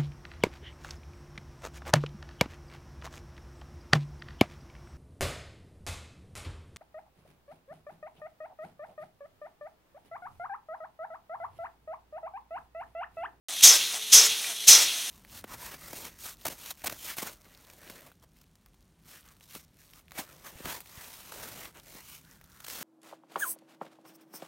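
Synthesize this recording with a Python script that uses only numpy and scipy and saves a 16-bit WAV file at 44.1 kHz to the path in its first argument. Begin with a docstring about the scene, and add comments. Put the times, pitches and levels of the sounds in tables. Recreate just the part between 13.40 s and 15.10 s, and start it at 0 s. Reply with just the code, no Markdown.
"""A small steam engine

A single cylinder turns over slowly on a workshop floor, heard in mono from close above. At each turn the
exhaust valve releases a sharp puff: a bright turbulent jet, a wavering whistle that sags as the pressure
falls, a low rush and a soft thump. The pipe sings on as the cylinder empties. Between puffs steam leaks
and the piston rod scuffs; the valve gear knocks once. A faint hum and the room's reverberation lie behind."""
import sys
import numpy as np
from scipy import signal
from scipy.fft import rfft, irfft
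from scipy.io import wavfile

SR = 44100
rng = np.random.default_rng(int(sys.argv[2]) if len(sys.argv) > 2 else 0)


def master_out(mix):
    """Clip the mix to full scale and print it as 16-bit PCM to the path in sys.argv[1]."""
    frames = np.transpose(np.atleast_2d(mix))
    ceiling = np.clip(frames, -1, 1)
    pcm = np.round(ceiling * 32767).astype(np.int16)
    wavfile.write(sys.argv[1], SR, pcm)


N = 74970
T = np.arange(N) / SR

# The workshop's hum. Each row: time in seconds, pitch in Hz, level in dB.
HUM_COURSE = [(.1, 410, -69.5), (.42, 412, -61.5), (.62, 440, -61), (.72, 420, -58), (.84, 425, -50.5),
              (.92, 450, -54), (1.05, 425, -67), (1.2, 420, -64), (1.451, 412, -57), (1.55, 420, -76),
              (1.7, 430, -77)]
# Narrow resonances of the pipework. Each row: frequency in Hz, bandwidth in Hz, added gain.
PIPE_RESONANCES = [(435, 12, 0.23), (1950, 83, 0.34), (2730, 20, 0.55), (3325, 42, .7), (3340, 8.7, 0.31),
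                   (3710, 36, 2.1), (4090, 30, 1.5), (4660, 16, 0.51), (5220, 49, 1.07), (5330, 15, 0.64),
                   (5980, 26, 1.2), (5960, 23, 0.33), (6220, 32, 0.89), (6085, 24, 1.1), (6500, 16, 1.6),
                   (6830, 29, 1.5), (7650, 68, 0.69), (8120, 27, 0.61), (9920, 60, 0.8), (11560, 85, 0.44)]
# Scuffs of the piston rod. Each row: centre in seconds, level in dB, half length in seconds.
ROD_SCUFFS = [(0.114, -35.5, 0.024), (.559, -34.5, 0.022), (1.04, -42, 0.027), (1.104, -38.5, 0.019),
              (1.571, -42, 0.03), (1.673, -42, 0.0094)]
# Exhaust puffs. Each row: start in seconds, level in dB, seconds until the valve closes,
# seconds until the return stroke ends, extra level of the low rush in dB.
EXHAUST_PUFFS = [(.2255, 0.55, 0.14, 0.357, 0.5), (.7205, -0.5, 0.15, 0.436, 1),
                 (1.2715, 0.74, 0.164, 0.46, 1)]
# Tones that steam draws from the pipe. 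Each row: frequency in Hz, relative level in dB.
PIPE_PARTIALS = [(3304, 1.5), (3435, -0.5), (3680, -3.5), (4095, -9.5)]
# Knocks of the valve gear. Each row: start in seconds, level in dB.
GEAR_KNOCKS = [(1.0425, -32)]
# Modes of the valve gear. Each row: frequency in Hz, relative level in dB, seconds to fall 60 dB.
GEAR_MODES = [(1920, -6.5, 0.13), (2410, -2, .10), (2590, 2, 0.03), (2950, -5, 0.016), (5260, -9, 0.075)]

# Spectra of the noise sources. Each row: frequency in Hz, relative spectral density in dB.
ROOM_SPECTRUM = [(20, -15), (60, -12), (120, -8), (180, -1), (280, 1), (360, -6), (600, -2), (1200, -5),
                 (3000, -14)]
LEAK_SPECTRUM = [(20, -22), (100, -33), (200, -14.5), (420, -29), (700, -12.5), (1500, -11), (2300, -1.5),
                 (3400, 6), (4200, 1.5), (4900, -4.5), (6200, 3), (7200, -5.5), (9500, -0.5), (12000, -5),
                 (13500, -4.5), (16000, -22)]
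SCUFF_SPECTRUM = [(60, -51), (300, -8), (520, -3), (690, 10.5), (950, 1.5), (1400, 2), (2000, 4.5),
                  (3500, 3), (6000, 5.5), (8800, 9), (11000, -3), (15500, -7)]
SPIT_SPECTRUM = [(800, -23), (1700, -12), (2200, -5), (3400, 3), (4500, -6), (7000, -11), (9800, -4.5),
                 (12000, -5), (13500, 3), (16000, -6)]
JET_SPECTRUM = [(500, -22.5), (1600, -21), (2200, -10.5), (3400, -4.5), (4800, -0.5), (5400, 4.5),
                (6500, 1), (7200, 2), (7800, 1.5), (9000, -1.5), (10000, -2), (12200, -6.5), (13500, -4),
                (14000, -11), (16000, -16.5)]
RUSH_SPECTRUM = [(100, -37), (250, -12.5), (430, -2), (800, 0), (1300, 2), (2200, 1), (5000, -0.5),
                 (12000, -46)]
THUMP_SPECTRUM = [(20, -8), (45, -8), (75, 8), (130, -6), (250, -5), (600, -14)]
RETURN_SPECTRUM = [(150, -19), (300, -5), (700, -7.5), (1500, 0), (2200, 0.5), (3300, 7.5), (4900, 0.5),
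                   (6100, 7.5), (7300, -1.5), (8800, 6), (10200, 3), (12000, -2), (13500, 1), (14200, -8),
                   (16000, -6.5)]
PIPE_SPECTRUM = [(300, -39), (1600, -21.5), (2100, -6), (2700, -4.5), (2950, -6), (3350, -9), (4100, -4.5),
                 (4900, -4.5), (6000, -6), (8000, -12.5), (15000, -15)]
AFTERBLOW_SPECTRUM = [(800, -17.5), (1700, -20), (2200, -6), (2700, 4), (2950, 1.5), (3350, 5),
                      (3900, -0.5), (4400, -1), (4900, -30), (7000, -22), (15000, -35)]
TAP_SPECTRUM = [(400, -28), (1200, -13), (1700, 1), (2450, 0), (3200, -8), (5000, -12), (10000, -25)]


def from_db(db):
    """Amplitude ratio for a level in decibels."""
    return 10 ** (np.asarray(db) / 20)


def unit_rms(x):
    """The signal scaled to an rms of 1."""
    return x / np.sqrt(np.mean(x ** 2) + 1e-20)


def drift(rate_hz):
    """Low-passed noise: a smooth random wander with an rms of 1."""
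    pole = np.exp(-2 * np.pi * rate_hz / SR)
    return unit_rms(signal.lfilter([1], [1, -2 * pole, pole * pole], rng.standard_normal(2 * N))[N:])


def noise(spectrum, flutter_db=0, flutter_hz=60):
    """Spectrally shaped noise with random amplitude modulation, at an rms of 1."""
    hz, db = np.transpose(spectrum)
    bin_hz = np.arange(N // 2 + 1) * SR / N
    gain = from_db(np.interp(np.log(bin_hz + 1), np.log(hz), db))
    coloured = irfft(rfft(rng.standard_normal(N)) * gain, N)
    return unit_rms(coloured * from_db(flutter_db * drift(flutter_hz)))


def sine(hz):
    """A tone whose phase is the integral of its changing frequency."""
    return np.sin(2 * np.pi * np.cumsum(hz) / SR)


def swell(centre_s, half_s):
    """A Gaussian envelope with standard deviation half_s."""
    return np.exp(-0.5 * ((T - centre_s) / half_s) ** 2)


def flow(attack_s, hold_s, fall_db_per_s, close_db, rush=False):
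    """Envelope of the puffs: flow rises, holds, decays with the pressure and drops as the valve shuts."""
    closing_s = 0.0048
    envelope = 0
    for start, db, open_s, _, rush_db in EXHAUST_PUFFS:
        age = T - start
        opened = np.exp(2 * np.minimum(age / attack_s - 1, 0)) * np.clip(1 + age / attack_s, 0, 1)
        fall_db = fall_db_per_s * np.maximum(age - attack_s - hold_s, 0)
        closed = np.clip((age - open_s) / closing_s, 0, 1)
        envelope += opened * from_db(db + rush * rush_db - fall_db - close_db * closed)
    return envelope


def emptying(fade_s=0.088):
    """Envelope of displacement: 1 while the cylinder empties, fading as each return stroke ends."""
    return sum((T > start) * np.clip((start + end_s - T) / fade_s + 0.5, 0, 1)
               for start, _, _, end_s, _ in EXHAUST_PUFFS)


def background():
    """The noise floor of the workshop: a faint wavering hum over low broadband noise."""
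    times, hz, db = np.transpose(HUM_COURSE)
    hum = sine(np.interp(T, times, hz)) * from_db(np.interp(T, times, db) + 2 * drift(14))
    return hum + from_db(-58) * noise(ROOM_SPECTRUM, flutter_db=0.1, flutter_hz=9.2)


def leak(build_db=10, build_s=0.084):
    """Turbulence of steam seeping past the valve, strongest around each opening."""
    build = sum(np.exp(-np.abs(T - start) / build_s) for start, *_ in EXHAUST_PUFFS)
    return from_db(-41.5 + build_db * build) * noise(LEAK_SPECTRUM, flutter_db=2.4, flutter_hz=52)


def pipework(steam):
    """Resonance: each mode of the pipework reinforces a narrow band of the steam's sound."""
    coloured = steam
    for hz, width_hz, gain in PIPE_RESONANCES:
        radius = np.exp(-np.pi * width_hz / SR)
        feedback = [1, -2 * radius * np.cos(2 * np.pi * hz / SR), radius ** 2]
        band = (1 - radius ** 2) / 2 * signal.lfilter([1, 0, -1], feedback, steam)
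        coloured = coloured + gain * band
    return coloured


def reverberation(direct, t60_s=0.36, delay_s=0.0044, cutoff_hz=6300):
    """Diffuse reflections in the workshop decay exponentially, a little duller than the direct sound."""
    tail = rng.standard_normal(N) * from_db(-60 * T / t60_s) * (T > delay_s)
    pole = np.exp(-2 * np.pi * cutoff_hz / SR)
    tail = signal.lfilter([1 - pole], [1, -pole], tail)
    return from_db(-12.5) * signal.fftconvolve(direct, tail / np.linalg.norm(tail))[:N]


def piston_rod():
    """Sliding friction of the wet rod makes soft swells of noise."""
    rubbing = sum(from_db(db) * swell(centre_s, half_s) for centre_s, db, half_s in ROD_SCUFFS)
    return rubbing * noise(SCUFF_SPECTRUM, flutter_db=2, flutter_hz=180)


def spit(lag_s=0.014):
    """Throttling: the first steam through the narrow valve gap makes a short, bright burst."""
    burst = sum(swell(start + lag_s, half_s=0.0057) for start, *_ in EXHAUST_PUFFS)
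    return from_db(-19.5) * burst * noise(SPIT_SPECTRUM, flutter_db=1, flutter_hz=140)


def exhaust(spurt_lead_s=0.0093):
    """Turbulent discharge makes a bright jet and a low rush; the air it displaces thumps."""
    # The closing valve squeezes the jet into a last spurt.
    spurt = sum(swell(start + open_s - spurt_lead_s, half_s=0.012)
                for start, _, open_s, *_ in EXHAUST_PUFFS)
    jet_flow = flow(attack_s=0.012, hold_s=0.011, fall_db_per_s=175, close_db=9.2)
    rush_flow = flow(attack_s=0.017, hold_s=0.068, fall_db_per_s=63, close_db=10.3, rush=True)
    thump_flow = flow(attack_s=0.026, hold_s=0.016, fall_db_per_s=290, close_db=3.5)
    jet_envelope = from_db(-11) * jet_flow + from_db(-28.5) * spurt
    jet = jet_envelope * noise(JET_SPECTRUM, flutter_db=0.5, flutter_hz=100)
    rush = from_db(-30.5) * rush_flow * noise(RUSH_SPECTRUM, flutter_db=0.7)
    thump = from_db(-56) * (thump_flow + 0.43 * spurt) * noise(THUMP_SPECTRUM, flutter_db=7)
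    return jet + rush + thump


def whistle(start_hz=6194, sag_hz_per_s=5500, waver_hz=380):
    """An unsteady edge tone at the exhaust port; its pitch sags as the pressure falls."""
    open_for_s = np.zeros(N)
    for start, _, open_s, *_ in EXHAUST_PUFFS:
        open_for_s = np.where(T >= start, np.minimum(T - start, open_s), open_for_s)
    hz = start_hz - sag_hz_per_s * open_for_s + waver_hz * drift(230)
    tone = sine(hz) * from_db(2.6 * drift(250))
    envelope = flow(attack_s=0.013, hold_s=0.048, fall_db_per_s=257, close_db=16)
    return from_db(-15) * envelope * unit_rms(tone)


def pipe_tones(puff_db=-33, idle_db=-54):
    """Flow excites faint, unsteady pipe tones that swell with each puff and idle on the leak."""
    tones = sum(from_db(db + 3.2 * drift(26)) * sine(hz + 14 * drift(43.4)) for hz, db in PIPE_PARTIALS)
    envelope = flow(attack_s=0.012, hold_s=0.05, fall_db_per_s=85, close_db=0.5)
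    return (from_db(puff_db) * envelope + from_db(idle_db)) * tones


def return_stroke():
    """Displacement: the returning piston pushes out the remaining steam in a thin hiss."""
    return from_db(-37) * emptying() * noise(RETURN_SPECTRUM)


def pipe_flow(afterblow_lag_s=0.048):
    """Turbulent flow sounds hollow in the exhaust pipe and swells once more after the valve closes."""
    envelope = flow(attack_s=0.0021, hold_s=0.036, fall_db_per_s=65.7, close_db=0.21) * emptying()
    through = from_db(-24) * envelope * noise(PIPE_SPECTRUM, flutter_db=1.5, flutter_hz=140)
    afterblow = sum(swell(start + open_s + afterblow_lag_s, half_s=0.027)
                    for start, _, open_s, *_ in EXHAUST_PUFFS)
    return through + from_db(-32.5) * afterblow * noise(AFTERBLOW_SPECTRUM)


def valve_gear(tap_db=4.5, tap_t60_s=0.028):
    """Impact: a dry tap sets the damped modes of the valve gear ringing."""
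    knock = 0
    for start, db in GEAR_KNOCKS:
        age = np.maximum(T - start, 0)
        contact = (T >= start) * from_db(db + tap_db - 60 * age / tap_t60_s)
        knock += contact * noise(TAP_SPECTRUM, flutter_db=2)
        for k, (hz, mode_db, t60_s) in enumerate(GEAR_MODES):
            knock += (-1) ** k * from_db(db + mode_db - 60 * age / t60_s) * np.sin(2 * np.pi * hz * age)
    return signal.sosfilt(signal.butter(2, 900, "high", fs=SR, output="sos"), knock)


def scene():
    """Superposition of the engine, its reflections and the background, alike in both channels."""
    steam = spit() + exhaust() + return_stroke() + whistle() + pipe_flow() + leak()
    engine = pipework(steam) + pipe_tones() + piston_rod() + valve_gear()
    return np.tile(engine + reverberation(engine) + background(), (2, 1))


def record(dry):
    """After a moment of silence, soft saturation rounds the peaks and a low-pass cuts the top treble."""
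    start_s, ceiling, cutoff_hz = 0.0845, 0.82, 15850
    rounded = dry / (1 + (dry / ceiling) ** 4) ** (1 / 4)
    low_pass = signal.ellip(12, 0.2, 80, cutoff_hz, fs=SR, output="sos")
    return signal.sosfilt(low_pass, rounded * (T >= start_s))


dry = scene()
out = record(dry)
master_out(out)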